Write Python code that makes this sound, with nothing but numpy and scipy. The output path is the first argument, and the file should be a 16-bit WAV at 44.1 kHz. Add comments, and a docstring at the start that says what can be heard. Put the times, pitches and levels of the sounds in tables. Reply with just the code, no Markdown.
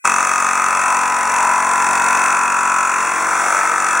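"""A reciprocating power saw cuts a sheet metal wall panel, close up, at about 46 strokes a second.
Each stroke rasps the teeth through the cut, makes the edge squeal and the blade zing, knocks the saw
against the sheet and keeps the panel ringing. Rattle, hiss and the hum of the saw body fill the gaps.
Near the end the load eases: the saw speeds up a little, the low ring dips and rattle comes forward."""
import sys
import numpy as np
from scipy import signal
from scipy.fft import rfft, irfft, next_fast_len
from scipy.io import wavfile
from scipy.ndimage import uniform_filter1d, map_coordinates

SR = 44100
rng = np.random.default_rng(int(sys.argv[2]) if len(sys.argv) > 2 else 0)


def to_wav(s):
    """Save 16-bit WAV."""
    ch = np.atleast_2d(s).T  # columns
    pcm = np.round(np.clip(ch, -1, 1) * 32767)  # PCM
    wavfile.write(sys.argv[1], SR, pcm.astype(np.int16))


N = 176400

# Pace of the saw: time_s, strokes_per_s
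STROKE_RATE = [(0.0, 45.81), (0.45, 45.98), (0.85, 45.81), (1.1, 45.56), (1.38, 45.91), (1.63, 45.43),
               (2.15, 45.87), (2.8, 45.38), (3.05, 45.52), (3.3, 46.45), (3.5, 46.95), (3.7, 47.03),
               (3.88, 46.81), (4.0, 46.29)]
# Faders of the friction layers: time_s, teeth_db, squeal_db, rattle_db, hiss_db
FRICTION_LEVELS = [(.05, -27.5, -26, -25, -30), (.3, -28, -28, -22.5, -28.5),
                   (.65, -28.5, -24.5, -22.5, -30), (.95, -26.5, -24.5, -23.5, -29.5),
                   (1.12, -29, -25.5, -22.5, -32.5), (1.38, -26.5, -27, -21, -29),
                   (1.57, -29.5, -34.5, -23, -30.5), (1.85, -26.5, -33.5, -21, -29),
                   (2.25, -26, -26, -21.5, -28.5), (2.42, -30, -28, -24.5, -31), (2.85, -30, -28, -26, -31),
                   (3.1, -32, -30.5, -22.5, -29), (3.52, -31.5, -52, -19, -25),
                   (3.75, -31, -35, -22, -29.5), (3.87, -25.5, -32, -22, -29), (4, -28, -24.5, -24, -28)]
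# Tone of each friction layer: frequency_hz, relative_db
TEETH_EQ = [(1500, -47), (3400, -10), (4600, -14), (5800, -1.5), (6800, -0.5), (7300, -0.5), (8200, 1),
            (9800, -5), (11200, -9), (12800, -56), (14500, -15), (15500, -17.5)]
SQUEAL_EQ = [(1300, -25.5), (1800, -15.5), (2150, -13), (2450, 0.5), (2620, 7.5), (2780, -9.5), (3100, -20),
             (5000, -37)]
RATTLE_EQ = [(20, -42), (65, -47), (130, -29.5), (250, -19), (480, -12.5), (750, -3), (950, 0),
             (1120, -0.5), (1400, -4), (1800, -2), (2200, -5), (2650, -10), (3100, -29), (5000, -26)]
HISS_EQ = [(1500, -27), (3400, -5), (4600, -15), (5800, 3.5), (6800, 1), (8200, 2), (9800, -2), (11200, -9),
           (12800, -31), (14500, -11), (15500, -12)]
# Thin ring of the blade: time_s, level_db, pitch_hz
BLADE_RESONANCE = [(.05, -33, 6320), (.7, -34.5, 6540), (1.2, -43, 6950), (2.1, -39, 6900),
                   (2.4, -33, 6880), (2.9, -35.5, 6800), (3.2, -43, 6850), (4, -52, 6640)]
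# Panel resonances as the cut advances: time_s, lower_db, upper_db, lower_pitch_ratio, upper_pitch_ratio
PANEL_MOTION = [(.05, -29, -22, 0.99, 0.93), (.45, -25, -21.5, 1.03, .93), (.95, -18.5, -22, 1.017, 0.997),
                (1.22, -22, -24.5, 1.006, 0.99), (1.45, -16.5, -23, 0.98, 1.01),
                (1.65, -18, -22, 1.033, 1.02), (2.0, -18.5, -23, 0.98, 1.05), (2.28, -19, -20, 1.03, 1.01),
                (2.5, -22, -22, 0.99, 1.02), (2.75, -21.5, -19.5, 1.016, 1), (3.2, -23, -24.5, 1.046, 1.02),
                (3.55, -27, -21.5, 0.92, .96), (3.85, -35, -21.5, 0.97, 0.987), (4, -22, -16.5, 1.02, 1.06)]
# Shape of the panel's two resonance groups: frequency_hz, relative_db
LOWER_RESONANCES = [(500, -39), (640, -18), (780, -15), (865, -5.5), (915, -17.5), (960, -1), (1005, 2.5),
                    (1050, -3.5), (1100, -11.5), (1200, -28)]
UPPER_RESONANCES = [(1080, -26.5), (1140, -16), (1190, -6.5), (1240, -7), (1280, -2), (1325, 3.5),
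                    (1375, -4.5), (1420, -8), (1470, -5.5), (1600, -10.5), (1800, -22.5), (2200, -22)]
# Knocks as the teeth bite and in mid stroke: time_s, bite_db, mid_db
KNOCK_LEVELS = [(.05, -47, -24.5), (.3, -50, -24), (.7, -75, -24.5), (1.3, -35, -24), (1.5, -26, -31),
                (1.75, -35, -31), (2.1, -26, -26), (2.3, -22, -23), (2.48, -26, -22.5), (2.7, -23.5, -26),
                (3.03, -23, -33), (3.15, -34, -27), (3.45, -30, -25), (3.65, -47, -21), (4, -42, -22.5)]
# Tone of a knock through the sheet: frequency_hz, relative_db
KNOCK_EQ = [(60, -61), (200, -44), (500, -28.5), (850, -14), (1100, -6.5), (1320, 4), (1550, -5),
            (1900, -17), (2600, -23), (3200, -48.5), (8000, -40.5)]
# Load on the saw: time_s, hum_gain_db, ease_share (0 is full load)
SAW_LOAD = [(.05, -3, 0), (.5, -1, 0.2), (1.2, -0.5, 0.1), (1.5, 0, 0.02), (1.9, 4, 0.1), (2.3, 2, 0.14),
            (2.85, -1, 0.05), (3.2, 2, 0.86), (3.6, -2, 0.95), (4, 1, 0.7)]
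# Shaking of the saw body: stroke_harmonic, loaded_db, eased_db
BODY_HARMONICS = [(2, -55, -56.5), (3, -74, -66), (4, -49, -50), (5, -44, -50), (6, -45.5, -61.5),
                  (7, -59, -41), (8, -47.5, -49), (9, -57.5, -53), (10, -49, -43)]
# How alike the two channels sound: frequency_hz, likeness_share
STEREO_LIKENESS = [(100, 1), (1000, 1), (2500, 0.91), (4500, 1), (8000, 0.77), (14000, 0.38)]
# Stereo balance: frequency_hz, left_minus_right_db
STEREO_TILT = [(60, 0), (200, 2), (700, 3), (1290, 2.5), (2380, 0.4), (4400, -1), (8120, 2), (15000, -1)]
# Stereo phase: frequency_hz, left_lead_rad
STEREO_LEAD = [(100, -0.74), (1000, 0.077), (2000, -0.3), (3100, 0.027), (6500, -0.29), (8000, 0.049),
               (11000, -0.41), (15000, -0.87)]
# Gaps in the treble: centre_hz, half_width_hz
TREBLE_NOTCHES = [(3010, 164), (4000, 190), (5010, 202), (12200, 1500), (13500, 1750)]


def tooth_pressure(strokes, peak_at=.48, width=.093, tail_gain=.13, tail_length=.18):
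    """The teeth press in once a stroke, a swell with a short tail; timings are shares of a stroke."""
    offset = (strokes - peak_at + .5) % 1 - .5
    swell = np.exp(-(offset / width) ** 2)
    decay = np.exp(-np.mean(np.diff(strokes)) / tail_length)
    tail = signal.lfilter([1 - decay], [1, -decay], swell)
    return unit(np.sqrt(swell + tail_gain * tail))


def roughness(strokes, memory, fresh):
    """Bumps along the blade's path recur stroke after stroke, wear away and blend with fresh noise."""
    bumps = rng.standard_normal((220, 960))  # one row a stroke
    renewal = np.sqrt(1 - memory ** 2)
    worn, _ = signal.lfilter([renewal], [1, -memory], bumps[1:], axis=0, zi=memory * bumps[:1])
    path = map_coordinates(worn.ravel(), [strokes * worn.shape[1]], order=3)
    return np.sqrt(1 - fresh) * unit(path) + np.sqrt(fresh) * rng.standard_normal(N)


def chips(spread_db, samples):
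    """Grit: the strength varies from chip to chip, each a few samples long."""
    return amp(spread_db * unit(uniform_filter1d(rng.standard_normal(N), samples)))


def teeth_rasp(strokes, pressure):
    """The teeth scrape through the cut in one bright burst a stroke."""
    scrape = pressure * chips(spread_db=1, samples=24) * roughness(strokes, memory=.824, fresh=.46)
    return unit(colour(scrape, TEETH_EQ))


def edge_squeal(strokes, pressure):
    """The cut edge squeals, rubbed almost the same way on every stroke."""
    rub = (pressure + .15) * roughness(strokes, memory=.98, fresh=.023)
    return unit(colour(rub, SQUEAL_EQ))


def blade_zing(strokes, pressure, width_hz=150):
    """The teeth excite one narrow resonance of the blade, which shifts with the cut."""
    level_db, pitch_hz = curves(BLADE_RESONANCE)
    carrier = np.exp(2j * np.pi * np.cumsum(pitch_hz) / SR)
    decay = np.exp(-np.pi * width_hz / SR)
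    drive = pressure * roughness(strokes, memory=.97, fresh=.24)
    ringing = carrier * signal.lfilter([1 - decay], [1, -decay], drive / carrier)
    return amp(level_db) * unit(ringing.real)


def panel_ring(strokes):
    """The sheet rings in two groups of resonances that shift as the cut advances."""
    lower_db, upper_db, lower_ratio, upper_ratio = curves(PANEL_MOTION)
    lower = resonances(strokes, LOWER_RESONANCES, lower_ratio, .74, smear=.352, slip_rad=.4, waver_db=.74)
    upper = resonances(strokes, UPPER_RESONANCES, upper_ratio, .62, smear=.3, slip_rad=.5, waver_db=1.8)
    return amp(lower_db) * lower + amp(upper_db) * upper


def resonances(strokes, shape, ratio, place, smear, slip_rad, waver_db):
    """Stroke harmonics drive the panel, peaking at one place in the stroke, smeared by dispersion."""
    rate_hz = strokes[-1] * SR / N
    peak_hz, _ = max(shape, key=lambda point: point[1])
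    ring = np.zeros(N)
    for harmonic in range(11, 46):
        dispersion = smear * (harmonic - peak_hz / rate_hz) ** 2
        phase = 2 * np.pi * harmonic * (strokes - place) + dispersion + rng.standard_normal()
        gain = amp(at_hz(shape, harmonic * rate_hz / ratio) + waver_db * drift(4.9))
        ring += gain * np.cos(phase + slip_rad * drift(1.66))
    return unit(ring)


def knocks(strokes, place, spread_db=1, jitter_s=.00002):
    """The saw hits the sheet once a stroke; place is a share of that stroke."""
    numbers = np.arange(1, int(strokes[-1]))
    softness, lateness = rng.standard_normal((220, 2))[:len(numbers)].T
    hit_sample = np.interp(numbers + place, strokes, np.arange(N)) + lateness * jitter_s * SR
    near = hit_sample.astype(int)[:, None] + np.arange(-8, 9)
    clicks = np.sinc(near - hit_sample[:, None])  # hits land between samples
    blows = amp(-spread_db * softness)[:, None] * clicks
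    train = np.bincount(near.ravel(), blows.ravel(), N)[:N]
    return unit(colour(train, KNOCK_EQ))


def loose_rattle(strokes, pressure):
    """Loose midrange rattling runs through the gaps, barely pulsing with the teeth."""
    shake = chips(spread_db=1.5, samples=70) * roughness(strokes, memory=.823, fresh=.81)
    return unit(colour((1 + .068 * pressure) * shake, RATTLE_EQ))


def friction_hiss(strokes):
    """Friction lays a bed of gritty hiss under the whole stroke."""
    grit = chips(spread_db=2.5, samples=40) * roughness(strokes, memory=.86, fresh=.71)
    return unit(colour(grit, HISS_EQ))


def body_hum(strokes, waver_db=.9):
    """The shaking saw body hums low; its harmonics rebalance as the load eases."""
    gain_db, ease = curves(SAW_LOAD)
    hum = np.zeros(N)
    for harmonic, loaded_db, eased_db in BODY_HARMONICS:
        level_db = gain_db + loaded_db + (eased_db - loaded_db) * ease + waver_db * drift(6.2)
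        hum += np.sqrt(2) * amp(level_db) * np.cos(2 * np.pi * (harmonic * strokes + rng.random()))
    return hum


def stereo_scatter(mono):
    """Scatter from nearby surfaces widens the sound, mostly in the treble."""
    size = next_fast_len(N + 4096)
    hz = np.fft.rfftfreq(size, 1 / SR)
    reflections = rfft(rng.standard_normal(1500) * np.exp(-np.arange(1500) / 450), size)
    scatter = 1j * reflections / (abs(reflections) + 1e-9)  # phase only
    likeness = at_hz(STEREO_LIKENESS, hz)
    mid = np.sqrt((1 + likeness) / 2)
    side = np.sqrt((1 - likeness) / 2) * scatter
    lean = amp(at_hz(STEREO_TILT, hz) / 2) * np.exp(.5j * at_hz(STEREO_LEAD, hz))
    channels = np.array([(mid + side) * lean, (mid - side) / lean])
    return irfft(rfft(mono, size) * channels, size)[:, :N]


def amp(db):
    """Decibels to gain."""
    return 10 ** (np.asarray(db) / 20)


def unit(x):
    """Scales to rms 1."""
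    return x / np.sqrt(np.mean(x ** 2) + 1e-20)


def curves(table):
    """One automation curve for each value column of a time table."""
    time_s, *columns = np.transpose(table)
    return [np.interp(np.arange(N) / SR, time_s, column) for column in columns]


def at_hz(points, hz):
    """Reads a spectrum on a log-frequency axis."""
    points_hz, values = np.transpose(points)
    return np.interp(np.log(hz + 1), np.log(points_hz + 1), values)


def colour(x, eq):
    """Minimum-phase EQ: nothing rings ahead of a hit."""
    hz = abs(np.fft.fftfreq(4096, 1 / SR))
    log_gain = np.log(amp(at_hz(eq, hz)))
    response = np.exp(np.conj(signal.hilbert(log_gain)))
    return signal.oaconvolve(x, np.fft.ifft(response).real[:2048])[:N]


def drift(cutoff_hz):
    """Slow random wander, rms about 1."""
    control_hz = 200
    hz = np.fft.rfftfreq(2048, 1 / control_hz)
    slow = unit(irfft(rfft(rng.standard_normal(2048)) / (1 + (hz / cutoff_hz) ** 4)))
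    return np.interp(np.arange(N) / SR * control_hz, np.arange(2048), slow)


def scene(start_s=.0393, fade_in_s=.011, opening_boost_db=6, settle_s=.096):
    """The sound cuts in on the running saw, briefly louder, then the level settles."""
    strokes = np.cumsum(curves(STROKE_RATE)[0]) / SR  # one stroke count drives every layer
    pressure = tooth_pressure(strokes)
    bite_db, mid_db = curves(KNOCK_LEVELS)
    teeth_db, squeal_db, rattle_db, hiss_db = curves(FRICTION_LEVELS)
    mix = panel_ring(strokes)
    mix += amp(bite_db) * knocks(strokes, place=.305)
    mix += amp(mid_db) * knocks(strokes, place=.465)
    mix += amp(teeth_db) * teeth_rasp(strokes, pressure)
    mix += amp(squeal_db) * edge_squeal(strokes, pressure)
    mix += amp(rattle_db) * loose_rattle(strokes, pressure)
    mix += amp(hiss_db) * friction_hiss(strokes)
    mix += blade_zing(strokes, pressure) + body_hum(strokes)
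    elapsed_s = np.maximum(np.arange(N) / SR - start_s, 0)
    fade_in = np.minimum(elapsed_s / fade_in_s, 1) ** 2
    settling_gain = amp(opening_boost_db * np.exp(-elapsed_s / settle_s))
    return stereo_scatter(fade_in * settling_gain * mix)


def record(dry, low_cut_hz=65, ceiling=.95, high_cut_hz=15900):
    """Master chain: low cut, soft ceiling, treble notches, steep high cut."""
    mix = signal.sosfilt(signal.butter(4, low_cut_hz, "highpass", fs=SR, output="sos"), dry)
    mix = mix / (1 + (mix / ceiling) ** 8) ** (1 / 8)
    for centre_hz, half_width_hz in TREBLE_NOTCHES:
        b, a = signal.iirnotch(centre_hz, centre_hz / (2 * half_width_hz), fs=SR)
        mix = signal.lfilter(b, a, mix)
    high_cut = signal.firwin(511, high_cut_hz, window=("kaiser", 9), fs=SR)
    return signal.oaconvolve(mix, high_cut[None], "same")


dry = scene()
out = record(dry)
to_wav(out)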